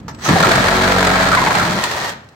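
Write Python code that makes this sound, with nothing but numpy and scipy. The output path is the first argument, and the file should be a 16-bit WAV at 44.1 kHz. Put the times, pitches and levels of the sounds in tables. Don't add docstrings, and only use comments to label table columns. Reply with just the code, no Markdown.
import sys
import numpy as np
from scipy import signal
from scipy.fft import rfft, irfft
from scipy.io import wavfile

SR = 44100
rng = np.random.default_rng(int(sys.argv[2]) if len(sys.argv) > 2 else 0)


def transcribe(signal):
    frames = np.atleast_2d(signal).T
    limited = np.clip(frames, -1, 1)
    pcm = np.round(limited * 32767).astype(np.int16)
    wavfile.write(sys.argv[1], SR, pcm)


def volts_from_decibels(level):
    exponent = np.asarray(level, float) / 20
    return 10 ** exponent


N = 103635
FFT_SIZE = 2 ** 17
T = np.arange(N) / SR
HZ = np.fft.rfftfreq(FFT_SIZE, 1 / SR) + 1

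# (time [s], rate [strokes/s])
STROKE_RATE = [(0.2, 30.6), (0.24, 37.2), (0.28, 43.2), (0.3, 47.0), (0.4, 47.6), (0.48, 46.7),
               (1.11, 46.3), (1.25, 46.6), (1.34, 46.2), (1.5, 44.2), (1.82, 44.2), (1.9, 44.6),
               (2.03, 44.6), (2.35, 46.1)]
# (time [s], rasp level [dB], frame shake level [dB], stroke depth [0-1])
CUT = [(0.25, -59, -68, 1), (0.29, -15.5, -12, 0), (0.36, -21.5, -20, 0.5), (0.45, -14.5, -18.5, 0.54),
       (0.6, -17, -17.5, 0.3), (0.75, -15.5, -19.5, 0.05), (1.05, -18, -22, 0.84), (1.2, -13, -23.5, 0.2),
       (1.31, -14.5, -21, 0.34), (1.55, -14, -24.5, 0.42), (1.62, -18, -20, 0.1),
       (1.76, -24.5, -24.5, 0.04), (1.81, -23, -28, 0.1), (1.95, -82, -66, 1)]
# (frequency [Hz], density [dB/Hz])
RASP_COLOUR = [(120, -24.5), (200, -7.5), (311, -16), (635, -4.5), (696, -3.5), (1650, -3), (2750, -16.5),
               (4120, -12.5), (16000, -39)]
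# (frequency [Hz], width [Hz], lift [dB])
WOOD_MODES = [(645, 61, 5.5), (1000, 13, 3.5), (1347, 91, 5.5), (1654, 65, 5.5), (2300, 390, 5.5),
              (3840, 250, -0.5), (5600, 730, -13)]
# (frequency [Hz], density [dB/Hz])
CRACK_COLOUR = [(150, -42), (1000, 8), (4300, 8), (8000, 2.5), (16000, -12)]
# (time [s], peak level [dB])
KNOCKS = [(0.2881, -5.5), (0.3353, -12), (0.3554, -11.5), (0.3886, -26), (0.4022, -6.5), (0.449, -18),
          (0.4713, -28), (0.515, -5), (0.5373, -19), (0.557, -8), (0.5796, -21), (0.641, -16.5),
          (0.6844, -7.5), (0.7118, -15), (0.751, -23), (0.814, -14), (0.8366, -15), (0.856, -28),
          (0.8775, -14), (0.9199, -34), (0.9847, -29), (1.007, -12), (1.0266, -27), (1.0493, -15),
          (1.07, -13), (1.2087, -21), (1.317, -9.5), (1.3294, -23), (1.349, -6.5), (1.4496, -11),
          (1.503, -24), (1.541, -14), (1.584, -9.5), (1.6512, -13.5), (1.7874, -20)]
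# (time [s], peak level [dB])
SNAGS = [
    (.427, -13),
    (.493, -19),
    (1.5533, -19),
    (1.5964, -14),
    (1.8385, -5),
    (1.8564, -21),
    (1.913, -14),
    (2.0936, -16),
]
# (time [s], level [dB], pitch [Hz])
BUCKS = [(0.289, -8.5, 286), (0.292, -9.5, 165.4), (0.326, -9.5, 160), (.355, -17, 153), (0.396, -13, 174),
         (.715, -10.5, 682), (0.357, -5.5, 750), (0.43, -4.5, 1322), (0.47, -12.5, 374), (1.315, -7, 1260),
         (1.33, -6.5, 1416), (1.374, -7, 1990), (1.463, -12.5, 2080), (1.548, -17, 2210), (1.838, -16, 960),
         (1.369, -7.5, 993), (1.414, -10, 1000), (1.46, -9.5, 907), (1.504, -9, 1058), (1.548, -9.5, 800),
         (1.596, -11, 1302), (1.695, -16, 190), (1.755, -19, 184)]
# (time [s], level [dB])
BLADE_RING = [(1.36, -60), (1.42, -27), (1.58, -25), (1.63, -60)]
# (time [s], locked share [0-1])
LOCK = [(0.3, 0.29), (0.7, 0.91), (1.2, 0.73), (1.4, 0.45), (1.7, 0.27)]
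# (multiple of stroke rate, level [dB], strongest moment [s], span [s])
SHAKE_OVERTONES = [(1, -4.5, 1.13, 0.55), (2, -2.5, 1.08, 0.33), (3, -5.5, 0.98, 0.21), (4, 1, 1.084, 0.31),
                   (4, 2, 1.62, 0.065), (5, 0.5, 0.815, 0.12), (6, 0, 1.085, 0.29), (8, -4, .8, 0.14),
                   (9, 2.5, 1.084, 0.15), (10, -0.5, 0.99, 0.24), (11, -0.5, 0.93, .08),
                   (14, 4.5, 1.16, 0.21), (16, -0.5, 1.1, 0.097), (18, -0.5, 1.22, 0.088)]
# (frequency [Hz], density [dB/Hz])
FRAME_COLOUR = [(15, -31), (25, -38), (81, -13), (125, -5), (170, -4), (230, -9.5), (348, -9), (485, -21.5),
                (600, -11), (780, -44), (1320, -120)]
# (time [s], level [dB])
MOTOR_LEVEL = [(0.15, -78), (0.19, -45), (0.23, -30), (0.26, -17.5), (0.3, -18), (1.8, -22), (2.09, -22),
               (2.13, -32), (2.16, -45), (2.2, -58)]
# (frequency [Hz], density [dB/Hz])
WHIRR_COLOUR = [(59, -68), (100, -48), (266, -10), (315, -11.5), (350, -6), (930, -2.5), (2930, -13),
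                (4400, -12), (5200, -14.5), (8800, -20.5), (16000, -27)]
# (frequency [Hz], width [Hz], lift [dB])
CASE_MODES = [(617, 27, 3.5), (954, 39, 4), (1850, 260, 8), (3260, 300, 3), (4066, 430, 3), (5900, 230, 2)]
# (time [s], level [dB])
WHISTLE = [(.12, -79), (.135, -55), (.17, -56), (.195, -51), (.23, -44), (.245, -70)]
# (time [s], level [dB])
SQUEAL = [(.2, -59), (.25, -24), (.29, -27), (.31, -60)]
# (time [s], peak level [dB], fall [dB/s])
TICKS = [
    (.0815, -25, 700),
    (.092, -35, 800),
    (.112, -42, 1400),
    (.188, -37, 900),
]
# (frequency [Hz], density [dB/Hz])
TICK_COLOUR = [(250, -23), (950, 0), (3500, -19), (6000, -11), (9400, -32), (12000, -22), (16000, -46)]
# (frequency [Hz], level [dB], T60 [s])
TRIGGER_MODES = [(500, -8, .1), (657, -8, .1), (921, -1, .12), (1222, -2, .05), (1346, -12, .12),
                 (1733, -1, .06), (1965, -12, .12)]
# (time [s], level [dB])
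GRIT = [
    (.001, -46),
    (.147, -36),
    (2.203, -49),
    (2.243, -49),
    (2.288, -43),
]
# (time [s], level [dB])
SHUFFLE = [(0, -33), (.06, -34), (.13, -31.5), (.18, -35.5), (.4, -25), (2.1, -37), (2.35, -48)]
# (frequency [Hz], density [dB/Hz])
RUMBLE_COLOUR = [(18, -53), (30, -18), (125, 0.5), (240, -5.5), (276, -11), (462, -19), (2110, -47),
                 (8000, -80), (10400, -101), (17600, -120)]
# (frequency [Hz], density [dB/Hz])
HISS_COLOUR = [(180, -44), (300, -2), (1540, -9), (2500, -17.5), (8500, -32), (9500, -38), (15500, -33)]
# (frequency [Hz], shared power [0-1])
LIKENESS = [(60, 0.96), (180, 1), (350, 0.85), (700, 0.84), (1400, 0.15), (12000, 0.04)]
# (frequency [Hz], left over right [dB])
LEAN = [(60, -1), (240, -1), (950, 1.0), (3770, -0.5), (15000, -2.6)]
# (frequency [Hz], level [dB])
MICROPHONE = [(25, -14), (45, 0), (7000, 0), (9000, -1.5), (10100, -10.5), (11500, -3.5), (15500, -4)]


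def rms_one(x):
    return x / np.sqrt(np.mean(x ** 2) + 1e-20)


def in_time(rows):
    s, *columns = np.transpose(rows)
    return [np.interp(T, s, column) for column in columns]


def at_hz(points):
    hz, values = np.transpose(points)
    return np.interp(np.log(HZ), np.log(hz), values)


def drift(rate_hz):
    r = np.exp(-2 * np.pi * rate_hz / SR)
    settle = 9000
    wander = signal.lfilter([1], [1, -2 * r, r * r], rng.standard_normal(N + settle))
    return rms_one(wander[settle:])


def body(force, spectrum, peaks=()):
    db = at_hz(spectrum)
    for hz, wide, lift_db in peaks:
        db = db + lift_db / (1 + (2 * (HZ - hz) / wide) ** 2)
    cepstrum = irfft(db * np.log(10) / 20)
    cepstrum[1:len(HZ) - 1] *= 2
    cepstrum[len(HZ):] = 0
    response = rfft(cepstrum)
    colour = rms_one(np.exp(response.real)) * np.exp(1j * response.imag)
    alike = at_hz(LIKENESS)
    lean = volts_from_decibels(at_hz(LEAN) / 2)
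    noise = rfft(force * rng.standard_normal((2, N)), FFT_SIZE)
    mid, side = noise * colour * np.sqrt([(1 + alike) / 2, (1 - alike) / 2])
    return irfft([(mid + side) * lean, (mid - side) / lean])[:, :N]


def hits(rows, fall_db_per_s):
    force = np.zeros(N)
    for (s, db), fall in zip(rows, np.broadcast_to(fall_db_per_s, len(rows))):
        force += volts_from_decibels(np.where(T >= s, db - fall * (T - s), -200))
    return force


def strokes():
    turns = np.cumsum(in_time(STROKE_RATE)[0]) / SR
    knock_s = 0.985
    return turns - turns[int(knock_s * SR)]


def rasp(turns):
    db, _, depth = in_time(CUT)
    unevenness = np.clip(rng.normal(0, 1, 200), -1.5, 1.5)
    each_stroke = unevenness[np.floor(turns).astype(int) + 60]
    stroke_knock = depth * volts_from_decibels(1.2 * each_stroke) * np.exp(-(turns % 1) / 0.17)
    grain = volts_from_decibels(2.2 * drift(260) + 2.5 * drift(1200) + drift(30))

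    lift_s, lift_share = 0.010, 0.85
    bite = np.ones(N)
    for s, _, hz in BUCKS:
        if hz > 600:
            bite *= 1 - lift_share * np.exp(-((T - s + lift_s) / lift_s) ** 2)

    blows = hits(KNOCKS, 1500)
    tooth_force = volts_from_decibels(db) * bite * rms_one(grain * (1 + 1.83 * stroke_knock))
    scrape = body(tooth_force + 0.59 * blows, RASP_COLOUR, WOOD_MODES)
    crack_force = volts_from_decibels(-5) * hits(SNAGS, 1300) + volts_from_decibels(-8) * blows + volts_from_decibels(db + 1.5) * stroke_knock
    return scrape + body(crack_force, CRACK_COLOUR, [(5650, 990, -7)])


def bucks():
    decay_cycles, hold_s, roughness, sag_per_s = 3.34, 0.025, 0.7, 7
    t = np.arange(SR // 8) / SR
    out = np.zeros((2, N))
    for s, db, hz in BUCKS:
        noise = rng.standard_normal((2, 2, len(t)))
        noise = noise + noise[:, ::-1] * np.clip(450 / hz, 0, 1)
        r = volts_from_decibels(-60 * hz / decay_cycles / SR)
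        rough = (noise[0] + 1j * noise[1]) / np.sqrt(1 - r)
        push = np.exp(-(t / hold_s) ** 4) * (1 + roughness * rough)
        swing = signal.lfilter([1], [1, -2 * r, r * r], push)
        bend = 1 + min(hz / 1000, 1) * (0.1 - sag_per_s * t / 2)
        start_cycles = rng.random((2, 1)) * hz / 2000
        ring = (swing * np.exp(2j * np.pi * (hz * t * bend + start_cycles))).imag
        start = int(s * SR)
        out[:, start:start + len(t)] += volts_from_decibels(db) * ring / np.abs(ring).max()
    return out


def blade_ring():
    level = volts_from_decibels(in_time(BLADE_RING)[0] + 2.5 * drift(15)) * (T > 1.3) * (T < 1.7)
    return level * np.sin(2 * np.pi * 740 * T + 0.5 * drift(6))


def shake(turns):
    lock = in_time(LOCK)[0]
    swell_db = 14
    overtones = np.zeros(N)
    for k, db, s, span in SHAKE_OVERTONES:
        level = volts_from_decibels(db + swell_db * np.exp(-((T - s) / span) ** 2) + drift(1.2))
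        phase = 2 * np.pi * k * (turns + 0.1315) + 0.25 * k * k + 0.41 * drift(2.1)
        overtones += level * np.cos(phase)
    firm = np.sqrt(lock) * rms_one(overtones)
    loose = np.sqrt(1 - lock) * body(volts_from_decibels(1.5 * drift(16.7)), FRAME_COLOUR)
    return volts_from_decibels(in_time(CUT)[1]) * (firm + loose)


def motor(turns):
    throb_db = 1.1 * np.cos(4 * np.pi * turns)
    force = volts_from_decibels(in_time(MOTOR_LEVEL)[0] + throb_db + 1.7 * drift(200))
    return body(force, WHIRR_COLOUR, CASE_MODES)


def control_whistle():
    return volts_from_decibels(in_time(WHISTLE)[0]) * (T < 0.3) * np.sin(2 * np.pi * 7779 * T)


def blade_squeal():
    force = volts_from_decibels(in_time(SQUEAL)[0]) * (T > 0.19) * (T < 0.4)
    squeal = body(force, [(20, -40), (20000, -40)], [(6100, 1300, 25)])
    chirp = volts_from_decibels(-17) * np.exp(-((T - 0.267) / 0.009) ** 2) * np.sin(2 * np.pi * 1285 * T)
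    return squeal + chirp


def ticks():
    rings = np.zeros(N)
    for s, db, _ in TICKS:
        for hz, mode_db, t60 in TRIGGER_MODES:
            ring_db = db - 5.5 + mode_db - 60 * (T - s) / t60
            rings += volts_from_decibels(np.where(T >= s, ring_db, -200)) * np.sin(2 * np.pi * hz * (T - s))
    rows = np.array(TICKS)
    clicks = body(hits(rows[:, :2], rows[:, 2]), TICK_COLOUR)
    return rings + clicks + body(hits(GRIT, 1500), CRACK_COLOUR)


def room(x):
    t60_s, level_db, dull_hz, thin_hz = 0.47, -5, 4530, 300
    t = T[:SR // 2]
    tail = rng.standard_normal((2, len(t))) * volts_from_decibels(-60 * t / t60_s) * (t > 0.006)
    tail = tail / np.sqrt(np.sum(tail ** 2, axis=1, keepdims=True))
    wet = rfft(x, FFT_SIZE) * rfft(tail, FFT_SIZE)
    wet = wet / (1 + 1j * HZ / dull_hz) ** 2 / (1 + (thin_hz / HZ) ** 2)
    return volts_from_decibels(level_db) * irfft(wet)[:, :N]


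def background():
    rumble = body(volts_from_decibels(in_time(SHUFFLE)[0] + 0.96 * drift(15)), RUMBLE_COLOUR)
    return rumble + body(np.full(N, volts_from_decibels(-48.5)), HISS_COLOUR)


def scene():
    turns = strokes()
    cutting = rasp(turns) + bucks() + blade_ring() + shake(turns)
    machine = motor(turns) + control_whistle() + blade_squeal() + ticks()
    near = cutting + machine
    return near + room(near) + background()


def band_limit(x):
    return signal.sosfilt(signal.butter(12, 16890, fs=SR, output="sos"), x)


def record(dry):
    rounded = 1.567 * np.tanh(dry / 1.632)
    heard = rfft(rounded, FFT_SIZE) * volts_from_decibels(at_hz(MICROPHONE)) * (HZ < 15950)
    mix = np.clip(irfft(heard)[:, :N], -0.97, 0.97)
    return band_limit(mix)


dry = scene()
out = record(dry)
transcribe(out)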